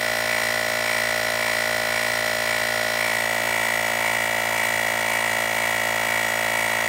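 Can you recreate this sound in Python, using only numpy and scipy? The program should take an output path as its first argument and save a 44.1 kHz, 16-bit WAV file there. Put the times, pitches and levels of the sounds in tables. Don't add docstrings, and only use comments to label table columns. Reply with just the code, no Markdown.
import sys
import numpy as np
from scipy import signal
from scipy.fft import rfft, irfft
from scipy.io import wavfile
from scipy.ndimage import uniform_filter1d, map_coordinates

SR = 44100
rng = np.random.default_rng(int(sys.argv[2]) if len(sys.argv) > 2 else 0)


def unload_audio(sound):
    columns = np.transpose(np.atleast_2d(sound))
    steps = np.round(np.clip(columns, -1, 1) * 32767)
    wavfile.write(sys.argv[1], SR, steps.astype(np.int16))


N = 303408
TIME = np.arange(N) / SR
CRANK_HZ, GEAR_TEETH = 56.606, 35
KNOCK_HZ, RATTLE_HZ, EDGE_HZ = 622, 2280, 15800
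RATTLE_SWELL = dict(delay_s=-.025, attack_s=.06, hold_s=.02, release_s=.19, lift_db=4.6)


def drone(turns, grip, unevenness=0.02):
    # harmonic number, level/dB lying, level/dB held
    harmonics = [(1, -53, -52.5), (2, -43, -42.5), (3, -60, -57), (4, -41.5, -41), (5, -46.5, -48),
                 (6, -48, -45), (7, -45, -45.5), (8, -45, -46.5), (9, -38.5, -41), (10, -38.5, -36),
                 (11, -29.5, -33.5), (12, -36, -34.5), (13, -39, -33.5), (14, -37.5, -40),
                 (15, -43.5, -41.5), (16, -42, -34.5), (17, -50, -37), (18, -40, -41.5), (19, -40.5, -40.5),
                 (20, -53.5, -58), (21, -45.5, -50.5), (22, -49, -48), (23, -41.5, -50), (24, -42.5, -39.5),
                 (25, -40, -42), (26, -36, -42), (27, -63, -50.0), (28, -48, -49.9), (29, -52.8, -61),
                 (30, -41.9, -40), (31, -35.5, -43), (32, -38, -42.5), (33, -33, -36), (34, -31, -29),
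                 (35, -28.5, -28.5), (36, -35.5, -31), (37, -45, -41), (38, -46, -37), (39, -47, -42),
                 (40, -40, -39.7), (41, -37, -32), (42, -44.2, -37.5), (43, -48, -51), (44, -41, -55.9),
                 (45, -55, -66), (46, -43.5, -40.5), (47, -47, -48), (48, -50.8, -45), (49, -45, -48),
                 (50, -43, -47), (51, -46.6, -39), (52, -66, -59), (53, -59, -53.6), (54, -53.5, -43),
                 (55, -42, -46), (56, -50, -55), (57, -65.7, -72), (58, -46.9, -47.5), (59, -44, -43.5),
                 (60, -43, -41), (61, -57, -56), (62, -43, -49)]
    # f/Hz, level/dB lying, level/dB held
    tooth_buzz = [(3560, -51.5, -50), (4200, -45, -54), (4520, -52.5, -54.5), (4960, -47.5, -53),
                  (5420, -49.5, -57), (5600, -46, -57), (6170, -61, -59), (6910, -53, -50.5),
                  (7670, -62, -58), (8650, -54.5, -49.5), (9900, -62, -65.5), (15000, -68, -64)]
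    phases = stroke_phases()
    order = np.arange(len(phases))
    hz = order * CRANK_HZ
    out = np.zeros(N)
    for pose, share in ((1, 1 - grip), (2, grip)):
        db = spectrum(tooth_buzz, pose, hz)
        db[1:len(harmonics) + 1] = np.array(harmonics)[:, pose]
        amplitude = gain_of(db) * (order > 0) * (hz < EDGE_HZ)
        wave = irfft(phases * amplitude) * (len(phases) - 1)
        out += share * np.interp(turns, np.arange(len(wave)) / len(wave), wave, period=1)
    return out * (1 + unevenness * wander(34))


def stroke_phases(size=4096):
    turn = np.arange(size) / size
    whine = bump(turn, .6, .074) * np.sin(2 * np.pi * GEAR_TEETH * turn)
    knock = .5 * ring(turn, .71, hz=KNOCK_HZ, decay_s=.0035)
    rebound = .24 * ring(turn, .8, hz=901, decay_s=.0054)
    click = .26 * ring(turn, .745, hz=3093, decay_s=.00059)
    case = .34 * ring(turn, .79, hz=RATTLE_HZ, decay_s=.0086)
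    pressure = .1 + bump(turn, .597, .077) + bump(turn, .79, .035) + .39 * bump(turn, .96, .063)
    uneven_teeth = .28 * pressure * rng.standard_normal(size)
    shake = 1.28 * uniform_filter1d(rng.standard_normal(size), size // 10, mode="wrap")
    stroke = whine + knock + rebound + click + case + uneven_teeth + shake
    return np.exp(1j * np.angle(rfft(stroke)))


def rush(turns, grip, level_db=1.0, grit=0.15):
    # f/Hz, level/dB lying, level/dB held
    air = [(56.0, -67, -70), (110.0, -73, -74), (200.0, -80, -79), (440, -81.2, -81.1), (644, -65, -66.5),
           (1120, -72.7, -66.5), (1670, -71, -74), (2740, -71, -69), (4040, -71, -83.5), (5870, -82.5, -75),
           (8450, -74.5, -80.5), (10200, -78, -76.5), (13000.0, -77.5, -77), (15000.0, -76, -75.5)]
    # f/Hz, bandwidth/Hz, gain/dB lying, gain/dB held
    case_modes = [(962, 79, 7, 3.5), (1466, 270, 7.5, 8.5), (1984, 270, 7.5, 12.5), (2215, 120, 14.5, 12.5),
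                  (3235.0, 400, -3, 1), (4110, 470, -1.5, 13.5), (5530, 620, 12.5, 3.8), (6910, 260, 9, 6),
                  (8000, 230, 7, 10), (8750, 320, 4, 9.5)]
    spurt = .77 * bump(turns, .56, .085)
    slap = .45 * bump(turns, .77, .035)
    rattle = 1.25 * bump(turns, .925, .07) * gain_of(.55 * swell(**RATTLE_SWELL))
    envelope = np.sqrt(.34 + spurt ** 2 + slap ** 2 + rattle ** 2)
    envelope *= np.exp(grit * wander(650))
    drive = rfft(unit_rms(envelope * rng.standard_normal(N)))
    hz = np.fft.rfftfreq(N, 1 / SR)
    low_cut = 1 / (1 + (62 / (hz + 1)) ** 4)
    out = np.zeros(N)
    for pose, share in ((1, 1 - grip), (2, grip)):
        db = spectrum(air, pose, hz)
        for centre, width, *lift in case_modes:
            db += lift[pose - 1] / (1 + (2 * (hz - centre) / width) ** 2)
        out += share * irfft(drive * gain_of(db + level_db) * low_cut, N)
    return out * np.sqrt(SR) / 2


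def throb(pump):
    hz, whole = np.fft.rfftfreq(N, 1 / SR), rfft(pump)
    whine = band(hz, GEAR_TEETH * CRANK_HZ - 30, 150)
    rattle = .75 * band(hz, RATTLE_HZ, 200) + .3 * band(hz, 2800, 300)
    knock = band(hz, KNOCK_HZ, 200)
    case = band(hz, 1000, 160)
    hiss = band(hz, 8700, 1500)
    for window, db in (
            (case, swell(delay_s=-.07, attack_s=.09, hold_s=.11, release_s=.08, lift_db=2.5)),
            (rattle, swell(**RATTLE_SWELL)),
            (hiss, swell(delay_s=-.01, attack_s=.05, hold_s=.2, release_s=.05, lift_db=1.6)),
            (whine, swell(delay_s=0, attack_s=.17, hold_s=.04, release_s=.26, lift_db=2.3)),
            (knock, swell(delay_s=.24, attack_s=.07, hold_s=.03, release_s=.26, lift_db=1.3))):
        pump = pump + irfft(whole * window, N) * (gain_of(db) - 1)
    return pump


def swell(delay_s, attack_s, hold_s, release_s, lift_db):
    # t/s, relative strength
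    surges = [(-0.25, .8), (0.28, 1.0), (0.845, 1.05), (1.39, 1.05), (1.915, 1.0), (2.46, 1.0),
              (2.975, 1.25), (3.495, .95), (4.01, .95), (4.54, .95), (5.07, .9), (5.55, .7), (6.06, .85),
              (6.53, .75)]
    level = np.zeros(N)
    for start, strength in surges:
        age = TIME - start - delay_s
        rise = np.clip(age / attack_s, 0, 1)
        fall = np.clip(1 - (age - attack_s - hold_s) / release_s, 0, 1)
        level += strength * rise * fall
    return lift_db * (level - level.mean())


def squeal(turns, gain_db=-14.5, at=.72, width=.073, centre_hz=2160, rise=.051, scatter_rad=1.23):
    age = (turns - at + .5) % 1 - .5
    stroke = np.floor(turns - at + 1.5).astype(int)
    phase = scatter_rad * rng.standard_normal(1000)[stroke]
    cycles = centre_hz / CRANK_HZ * (age + .5 * rise * age ** 2 / width)
    excess = np.maximum(gain_of(swell(**RATTLE_SWELL)) - 1, 0)
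    return gain_of(gain_db) * excess * bump(turns, at, width) * np.sin(2 * np.pi * cycles + phase)


def scuffs(width_hz=70):
    # t/s, Gaussian width/s, f/Hz, level/dB
    rubs = [(3.34, 0.014, 410, -46), (3.43, 0.026, 355, -42), (3.53, .06, 370, -48), (3.77, .08, 380, -54)]
    out = np.zeros(N)
    for centre_s, width_s, hz, db in rubs:
        noise = unit_rms(wander(width_hz) * np.cos(2 * np.pi * hz * TIME))
        out += gain_of(db) * np.exp(-.5 * ((TIME - centre_s) / width_s) ** 2) * noise
    return out


def echoes(pump, grip, strength=.17, above_hz=3400, shift_s=.00015, tremor_s=.00002, count=9):
    hz = np.fft.rfftfreq(N, 1 / SR)
    treble = irfft(rfft(pump) / (1 + (above_hz / (hz + 1)) ** 6), N)
    heard = treble.copy()
    for delay_s in np.geomspace(.0011, .0075, count) * rng.uniform(.9, 1.1, count):
        path_s = delay_s + grip * (shift_s * rng.standard_normal() + tremor_s * wander(.89))
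        reflection = map_coordinates(treble, [(TIME - path_s) * SR], order=3)
        heard += strength * rng.choice([-1, 1]) * reflection
    return pump - treble + heard / np.sqrt(1 + count * strength ** 2)


def ring(turns, at, hz, decay_s):
    age_s = (turns - at) % 1 / CRANK_HZ
    return np.exp(-age_s / decay_s) * np.sin(2 * np.pi * hz * age_s)


def bump(turns, at, width):
    return np.exp(-.5 * (((turns - at + .5) % 1 - .5) / width) ** 2)


def band(hz, centre, half_width):
    return np.exp(-((hz - centre) / half_width) ** 4)


def wander(rate_hz):
    hz = np.fft.rfftfreq(N, 1 / SR)
    return unit_rms(irfft(rfft(rng.standard_normal(N)) * np.exp(-(hz / rate_hz) ** 2), N))


def spectrum(rows, column, hz):
    rows = np.array(rows)
    return np.interp(np.log(hz + 1), np.log(rows[:, 0] + 1), rows[:, column])


def curve(rows):
    return np.interp(TIME, *np.transpose(rows))


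def gain_of(db):
    return 10 ** (np.asarray(db) / 20)


def unit_rms(x):
    return x / np.sqrt(np.mean(x ** 2) + 1e-20)


def scene(jitter_turns=.00026):
    # t/s, f/Hz
    crank_rate = [(0, 56.606), (0.7, 56.498), (2, 56.313), (3, 56.159), (4, 55.963), (5, 55.791),
                  (6, 55.654), (6.88, 55.561)]
    # t/s, grip (0 lying on the ground, 1 held and turned)
    handling = [(2.92, 0.05), (3.3, 0.78), (4.2, 0.98)]
    turns = np.cumsum(curve(crank_rate)) / SR + jitter_turns * wander(9.7)
    grip = curve(handling)
    pump = throb(drone(turns, grip) + rush(turns, grip)) + squeal(turns)
    return (echoes(pump, grip) + scuffs())[None]


def record(dry):
    low_pass = signal.firwin(511, EDGE_HZ, window=("kaiser", 9), fs=SR)
    return signal.oaconvolve(dry, low_pass[None], "same")


dry = scene()
out = record(dry)
unload_audio(out)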